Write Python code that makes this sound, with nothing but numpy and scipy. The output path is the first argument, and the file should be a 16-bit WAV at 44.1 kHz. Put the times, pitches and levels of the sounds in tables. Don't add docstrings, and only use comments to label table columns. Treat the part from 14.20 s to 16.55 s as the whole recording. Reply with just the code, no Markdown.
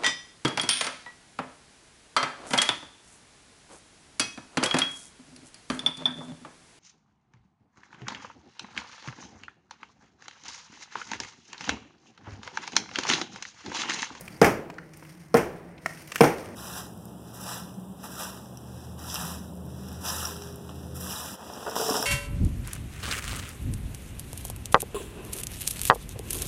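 import sys
import numpy as np
from scipy import signal
from scipy.fft import rfft, irfft
from scipy.io import wavfile
from scipy.ndimage import uniform_filter1d

SR = 44100
rng = np.random.default_rng(int(sys.argv[2]) if len(sys.argv) > 2 else 0)


def generate_wav(sig):
    pcm = np.round(np.clip(np.atleast_2d(sig).T, -1, 1) * 32767).astype(np.int16)
    wavfile.write(sys.argv[1], SR, pcm)


N = 103635
TIME_S = np.arange(N) / SR
TAIL_S = np.arange(SR) / SR


def amp(db):
    return 10 ** (np.asarray(db) / 20)


def rms_one(x):
    return x / np.sqrt(np.mean(x ** 2) + 1e-20)


def at_hz(points, hz):
    f, value = np.transpose(points)
    return np.interp(np.log(np.maximum(hz, 1)), np.log(f), value)


def level_curve(points):
    return amp(np.interp(TIME_S, *np.transpose(points)))


def dying(t60_s):
    return np.exp(-np.minimum(np.log(1000) * TAIL_S / max(t60_s, 1e-4), 60))


def add(out, s, sound):
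    i = max(int(s * SR), 0)
    out[i:i + len(sound)] += sound[:max(N - i, 0)]


def colour(x, spectrum):
    hz = np.fft.rfftfreq(len(x), 1 / SR)
    return irfft(rfft(x) * amp(at_hz(spectrum, hz)), len(x))


def narrow_noise(hz, width_hz):
    offset = (np.fft.rfftfreq(N, 1 / SR) - hz) / width_hz
    return rms_one(irfft(rfft(rng.standard_normal(N)) / (1 + offset ** 2), N))


def flutter(n, spread_db, smooth_s):
    wander = uniform_filter1d(rng.standard_normal(n), max(int(smooth_s * SR), 1))
    return rms_one(amp(spread_db * rms_one(wander)))


def dying_noise(spectrum, t60s, tilt_db_per_octave):
    hz = np.fft.rfftfreq(SR, 1 / SR)
    octave = np.log2(np.maximum(hz, 40) / 640)
    gain_db = at_hz(spectrum, hz) + tilt_db_per_octave * octave
    noise = rfft(rng.standard_normal(SR)) * amp(gain_db)
    band = np.round(octave)
    out = np.zeros(SR)
    for k in np.unique(band):
        in_band = band == k
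        out += irfft(noise * in_band, SR) * dying(at_hz(t60s, hz[in_band].mean()))
    return out


MODE_SPREAD_DB = 1.5


def ring(modes):
    out = np.zeros(SR)
    for k, (hz, db, t60_s) in enumerate(modes):
        strength = (-1) ** k * amp(db + MODE_SPREAD_DB * rng.standard_normal())
        out += strength * np.sin(2 * np.pi * hz * TAIL_S) * dying(t60_s)
    return out


# f/Hz, relative gain/dB
RUMBLE_SPECTRUM = [(25, -30), (55, 2), (85, 4), (140, 4), (240, 2.5), (420, -7), (800, -7), (1400, -12.5),
                   (2100, -10.5), (3600, -34), (5300, -31), (7800, -40), (9000, -24), (10300, -61),
                   (15500, -62)]
# t/s, rms level/dB
RUMBLE_LEVEL_CURVE = [(0, -48), (.2, -49.5), (.6, -55), (.95, -57.5), (1.5, -52), (1.9, -54), (2.35, -45)]


def rumble():
    return level_curve(RUMBLE_LEVEL_CURVE) * rms_one(colour(rng.standard_normal(N), RUMBLE_SPECTRUM))


# f/Hz, resonance width/Hz, rms level/dB
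HUM_BANDS = [(151.9, 5.3, -56), (173.1, 7.6, -55), (321, 16, -58.5)]


def hum():
    return sum(amp(db) * narrow_noise(hz, width_hz) for hz, width_hz, db in HUM_BANDS)


# t/s, level/dB
RUSTLE_LEVEL_CURVE = [(0, -53.5), (.1, -54.5), (.2, -55), (.45, -77), (.71, -63.5), (.74, -59.5), (.9, -56),
                      (1.1, -63.5), (1.3, -62.5), (1.57, -70.5), (1.69, -49), (1.85, -52), (2.0, -51.5),
                      (2.2, -50), (2.35, -58)]
# f/Hz, relative gain/dB
RUSTLE_SPECTRUM = [(150, -5), (450, 9), (900, 0), (2100, 5.5), (3700, -6.5), (5600, 1), (7800, -9),
                   (9100, 0.5), (11000, -10), (13000, -6.5), (15500, -17)]
GRAINS_PER_S, GRAIN_SPREAD_DB, GRAIN_LIMIT, GRAIN_SHARE = 700, 3.5, 3, 0.97
RUSTLE_FLUTTER_DB, RUSTLE_FLUTTER_S = 2, 0.012


def rustle():
    size_db = GRAIN_SPREAD_DB * np.minimum(rng.exponential(1, N), GRAIN_LIMIT)
    sizes = amp(size_db) * rng.choice([-1, 1], N)
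    grains = rms_one(sizes * (rng.random(N) < GRAINS_PER_S / SR))
    friction = rng.standard_normal(N) + GRAIN_SHARE * grains
    friction = friction * flutter(N, RUSTLE_FLUTTER_DB, RUSTLE_FLUTTER_S)
    return level_curve(RUSTLE_LEVEL_CURVE) * rms_one(colour(friction, RUSTLE_SPECTRUM))


GRIT_DB, GRIT_S = 2.5, 0.0012
CHIP_BANDS_HZ = [700, 1800, 2800, 4800, 11000]
CHIP_BASS_LIFT_DB, CHIP_TOP_CUT_DB = 7, 13
CHIP_DIP_DB, CHIP_DIP_HZ, CHIP_DIP_OCTAVES = 9, 3650, 0.3


def chip_spectrum(levels_db):
    hz = np.geomspace(100, 16000, 60)
    low, high = (150, levels_db[0] + CHIP_BASS_LIFT_DB), (16000, levels_db[-1] - CHIP_TOP_CUT_DB)
    outline = [low, *zip(CHIP_BANDS_HZ, levels_db), high]
    smooth_db = uniform_filter1d(at_hz(outline, hz), size=9)
    dip_db = CHIP_DIP_DB * np.exp(-(np.log2(hz / CHIP_DIP_HZ) / CHIP_DIP_OCTAVES) ** 2)
    return np.c_[hz, smooth_db - dip_db]


# t/s, length/s (half the t60),
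# then outline level/dB at each CHIP_BANDS_HZ, before smoothing and dip
CHIP_EVENTS = [(0.009, 0.011, -27, -59, -46, -40, -28.5), (0.079, 0.0089, -29, -27.5, -12.5, -37, -41),
               (0.2442, 0.017, -16, 7, -9.5, -19, -22), (0.2595, 0.0047, -8, -10, -22, -19, -18),
               (0.266, 0.0062, -12, -3, -15, -11, -28), (0.4999, 0.012, -22.5, -18, -33, -34, -51),
               (0.541, 0.007, -47, -50, -58, -32, -63), (0.5829, 0.012, -37.5, -7, -36, -33, -67),
               (0.735, 0.033, -60, -35, -46, -42, -55), (0.772, .008, -56, -54, -50, -50, -37.5),
               (0.825, 0.013, -26.5, -31, -39, -63, -62), (0.85, 0.02, -55, -30, -32, -62, -48),
               (1.083, .008, -55, -60, -53, -43, -54), (1.1684, 0.022, -26, -5, -16.5, -29, -26),
               (1.493, 0.0034, -56, -52, -52, -59, -48), (1.579, 0.013, -49, -44, -22, -43, -75),
               (1.6596, 0.011, -16.5, -8, -20, -23, -32.5), (1.736, 0.0067, -51, -48, -37, -45, -40),
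               (1.772, 0.0092, -48, -24, -26, -46, -51), (1.818, 0.012, -41, -30, -38, -43, -36),
               (1.874, 0.01, -58, -33, -20, -42, -34), (1.918, 0.016, -25, -21.5, -13.5, -27.5, -35.5),
               (1.947, 0.012, -37, -31, -32, -38, -32), (1.958, 0.014, -22, -11, -9.5, -26, -25),
               (1.979, 0.035, -33, -29, -21, -33, -39), (2.0102, 0.0051, -2, 3.5, 3, -17, -16),
               (2.0332, 0.037, -2, -17, -19, -34, -25), (2.042, 0.0069, -5, -11, -7, -10, -49),
               (2.182, 0.02, -27, -30, -31, -36, -49), (2.258, 0.009, -37, -40, -29, -39.5, -44)]
CHIP_ATTACK_S, CHIP_BOUNCE_S, CHIP_BOUNCE_DB = 0.00062, 0.0025, -4


def chips():
    out, n = np.zeros(N), SR // 4
    for s, length_s, *levels_db in CHIP_EVENTS:
        spectrum = chip_spectrum(levels_db)
        envelope = np.minimum(TAIL_S / CHIP_ATTACK_S, 1) * dying(2 * length_s)
        for delay_s, db in ((0, 0), (CHIP_BOUNCE_S, CHIP_BOUNCE_DB)):
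            grit = rng.standard_normal(n) * flutter(n, GRIT_DB, GRIT_S)
            add(out, s + delay_s, amp(db) * colour(grit, spectrum) * envelope[:n])
    return out


# f/Hz, relative level/dB, t60/s
CHUNK_RING = [(659, 2, 0.034), (1340, -0.5, 0.027), (1610, -6, 0.014), (1833, 6.5, 0.024), (2205, 4, 0.014),
              (5310, -4.5, 0.015)]
CHUNK_AT_S, CHUNK_DB = 1.6598, -24.5


def chunk():
    out = np.zeros(N)
    add(out, CHUNK_AT_S, amp(CHUNK_DB) * ring(CHUNK_RING))
    return out


ECHO_RISE_S = 0.0031


def arrival(s):
    return np.clip((TAIL_S - s) / ECHO_RISE_S, 0, 1)


NEAR_WALL_S, NEAR_WALL_DB, ECHO_S = 0.0082, -6, 0.031


def yard_envelope():
    near = amp(NEAR_WALL_DB)
    return near * arrival(NEAR_WALL_S) + (1 - near) * arrival(ECHO_S)


# f/Hz, t60/s
YARD_DECAY = [(100, 0.5), (500, 0.36), (2000, .32), (6000, 0.31), (14000, 0.26)]
DEBRIS_ECHO_DB, DEBRIS_LOW_CUT_HZ = -10, 300


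def debris():
    low_cut = signal.butter(2, DEBRIS_LOW_CUT_HZ, "high", fs=SR, output="sos")
    direct = signal.sosfilt(low_cut, chips() + chunk())
    echo_spectrum = [(2500, -1.5), (4000, 1.5), (15000, 3.5)]   # f/Hz, gain/dB
    echo = dying_noise(echo_spectrum, YARD_DECAY, 0) * yard_envelope()
    echo = rms_one(echo) / np.sqrt(SR)
    return direct + amp(DEBRIS_ECHO_DB) * signal.fftconvolve(direct, echo)[:N]


# t/s, half length/s (to 1/e), level/dB
SQUEAK_EVENTS = [(0.127, 0.0085, -57), (0.159, 0.013, -56)]
SQUEAK_HZ, SQUEAK_WIDTH_HZ = 4700, 120


def squeaks():
    swell = sum(amp(db) * np.exp(-((TIME_S - s) / half_s) ** 2) for s, half_s, db in SQUEAK_EVENTS)
    return swell * narrow_noise(SQUEAK_HZ, SQUEAK_WIDTH_HZ)


# f/Hz, level/dB, t60/s
BLOCK_MODES = [(148, -18, 0.23), (195.5, -6.5, 0.03), (245, -14.5, 0.18), (296.2, -22.5, 0.24),
               (345, -19, 0.29), (407.6, -21.5, 0.2), (466.2, -12.5, 0.16), (634.7, -24, 0.092),
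               (665, -20.5, 0.043), (749.5, -18.5, .14), (806, -24.5, 0.27), (1060, -18.5, 0.067),
               (1313, -29, 0.12), (1407, -32, 0.073), (2103, -28, 0.11)]
SPOT_OCTAVES, BASS_BELOW_HZ = 0.33, 360


def thud(spot_hz, spot_db, bass_db):
    modes = []
    for hz, db, t60_s in BLOCK_MODES:
        boost_db = spot_db * np.exp(-(np.log2(hz / spot_hz) / SPOT_OCTAVES) ** 2)
        modes.append((hz, db + boost_db + bass_db * (hz < BASS_BELOW_HZ), t60_s))
    return ring(modes)


# f/Hz, relative gain/dB
CRACK_SPECTRUM = [(60, -37.5), (140, 3), (450, -0.5), (850, 0), (1400, -4), (2400, -12.5), (3400, -28),
                  (5200, -11.5), (7500, -26.5), (9200, -22.5), (15500, -40)]
# f/Hz, t60/s
CRACK_DECAY = [(150, 0.15), (800, 0.16), (2500, 0.093), (6000, 0.026), (14000, .05)]
SNAP_DB, SNAP_T60_S = -11, 0.0089


def crack(tilt_db_per_octave):
    noise = dying_noise(CRACK_SPECTRUM, CRACK_DECAY, tilt_db_per_octave)
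    snap = 1 + amp(SNAP_DB) * dying(SNAP_T60_S)
    return noise * snap * flutter(SR, GRIT_DB, GRIT_S)


STEEL_MODE_HZ = [9071, 13015]
# relative level/dB, t60/s
STEEL_MODE_DECAY = [(-3.5, 0.27), (-5.5, 0.21)]


def steel():
    return ring([(hz, *mode) for hz, mode in zip(STEEL_MODE_HZ, STEEL_MODE_DECAY)])


# f/Hz, relative gain/dB
YARD_SPECTRUM = [(35, -52), (75, -12), (160, -5.5), (450, -1.5), (1000, -9), (2300, -13), (3100, -24.5),
                 (3900, -35), (5700, -24.5), (7600, -36), (9200, -27), (11000, -41), (12600, -28),
                 (15500, -53)]


def yard(tilt_db_per_octave):
    tail = dying_noise(YARD_SPECTRUM, YARD_DECAY, tilt_db_per_octave) * yard_envelope()
    return tail / dying(at_hz(YARD_DECAY, 1000))[int(ECHO_S * SR)]


# f/Hz, relative gain/dB
FAR_SPECTRUM = [(50, -22.5), (180, -20), (450, -10.5), (1000, -23), (2200, -32), (3600, -43.5), (6000, -51),
                (15000, -53)]
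FAR_T60_S = 1.017


def far_tail():
    return colour(rng.standard_normal(SR), FAR_SPECTRUM) * dying(FAR_T60_S) * arrival(ECHO_S)


# t/s, thud level/dB, crack level/dB, yard level/dB, brightness tilt/(dB per octave),
# steel level/dB, pitch favoured by the spot struck f/Hz, its boost/dB, bass boost/dB
BLOW_EVENTS = [(0.2151, -0.5, 2, 1, 0.42, -55, 595, 6, -6),
               (1.1420, -2, -6.5, -6.5, 0.5, -33, 580, 10, -0.5),
               (2.0072, 0.5, -2.5, -2.5, 1, -30.5, 813, 6.5, 1.5)]
CONTACT_S, BLOW_LOW_CUT_HZ = 0.00039, 90


def blows():
    out = np.zeros(N)
    low_cut = signal.butter(3, BLOW_LOW_CUT_HZ, "high", fs=SR, output="sos")
    contact = np.minimum(TAIL_S / CONTACT_S, 1)
    for s, thud_db, crack_db, yard_db, tilt, steel_db, *spot in BLOW_EVENTS:
        direct = amp(thud_db) * thud(*spot) + amp(crack_db) * crack(tilt) + amp(steel_db) * steel()
        echoes = amp(yard_db) * yard(tilt) + amp(thud_db) * far_tail()
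        add(out, s, signal.sosfilt(low_cut, direct * contact) + echoes)
    return out


def scene():
    return (rumble() + hum() + rustle() + debris() + squeaks() + blows())[None]


CLIP_LEVEL, CUTOFF_HZ = 1.3, 15800


def record(dry):
    rounded = CLIP_LEVEL * np.tanh(dry / CLIP_LEVEL)
    top_cut = signal.ellip(10, 0.1, 70, CUTOFF_HZ, fs=SR, output="sos")
    return signal.sosfilt(top_cut, rounded)


dry = scene()
out = record(dry)
generate_wav(out)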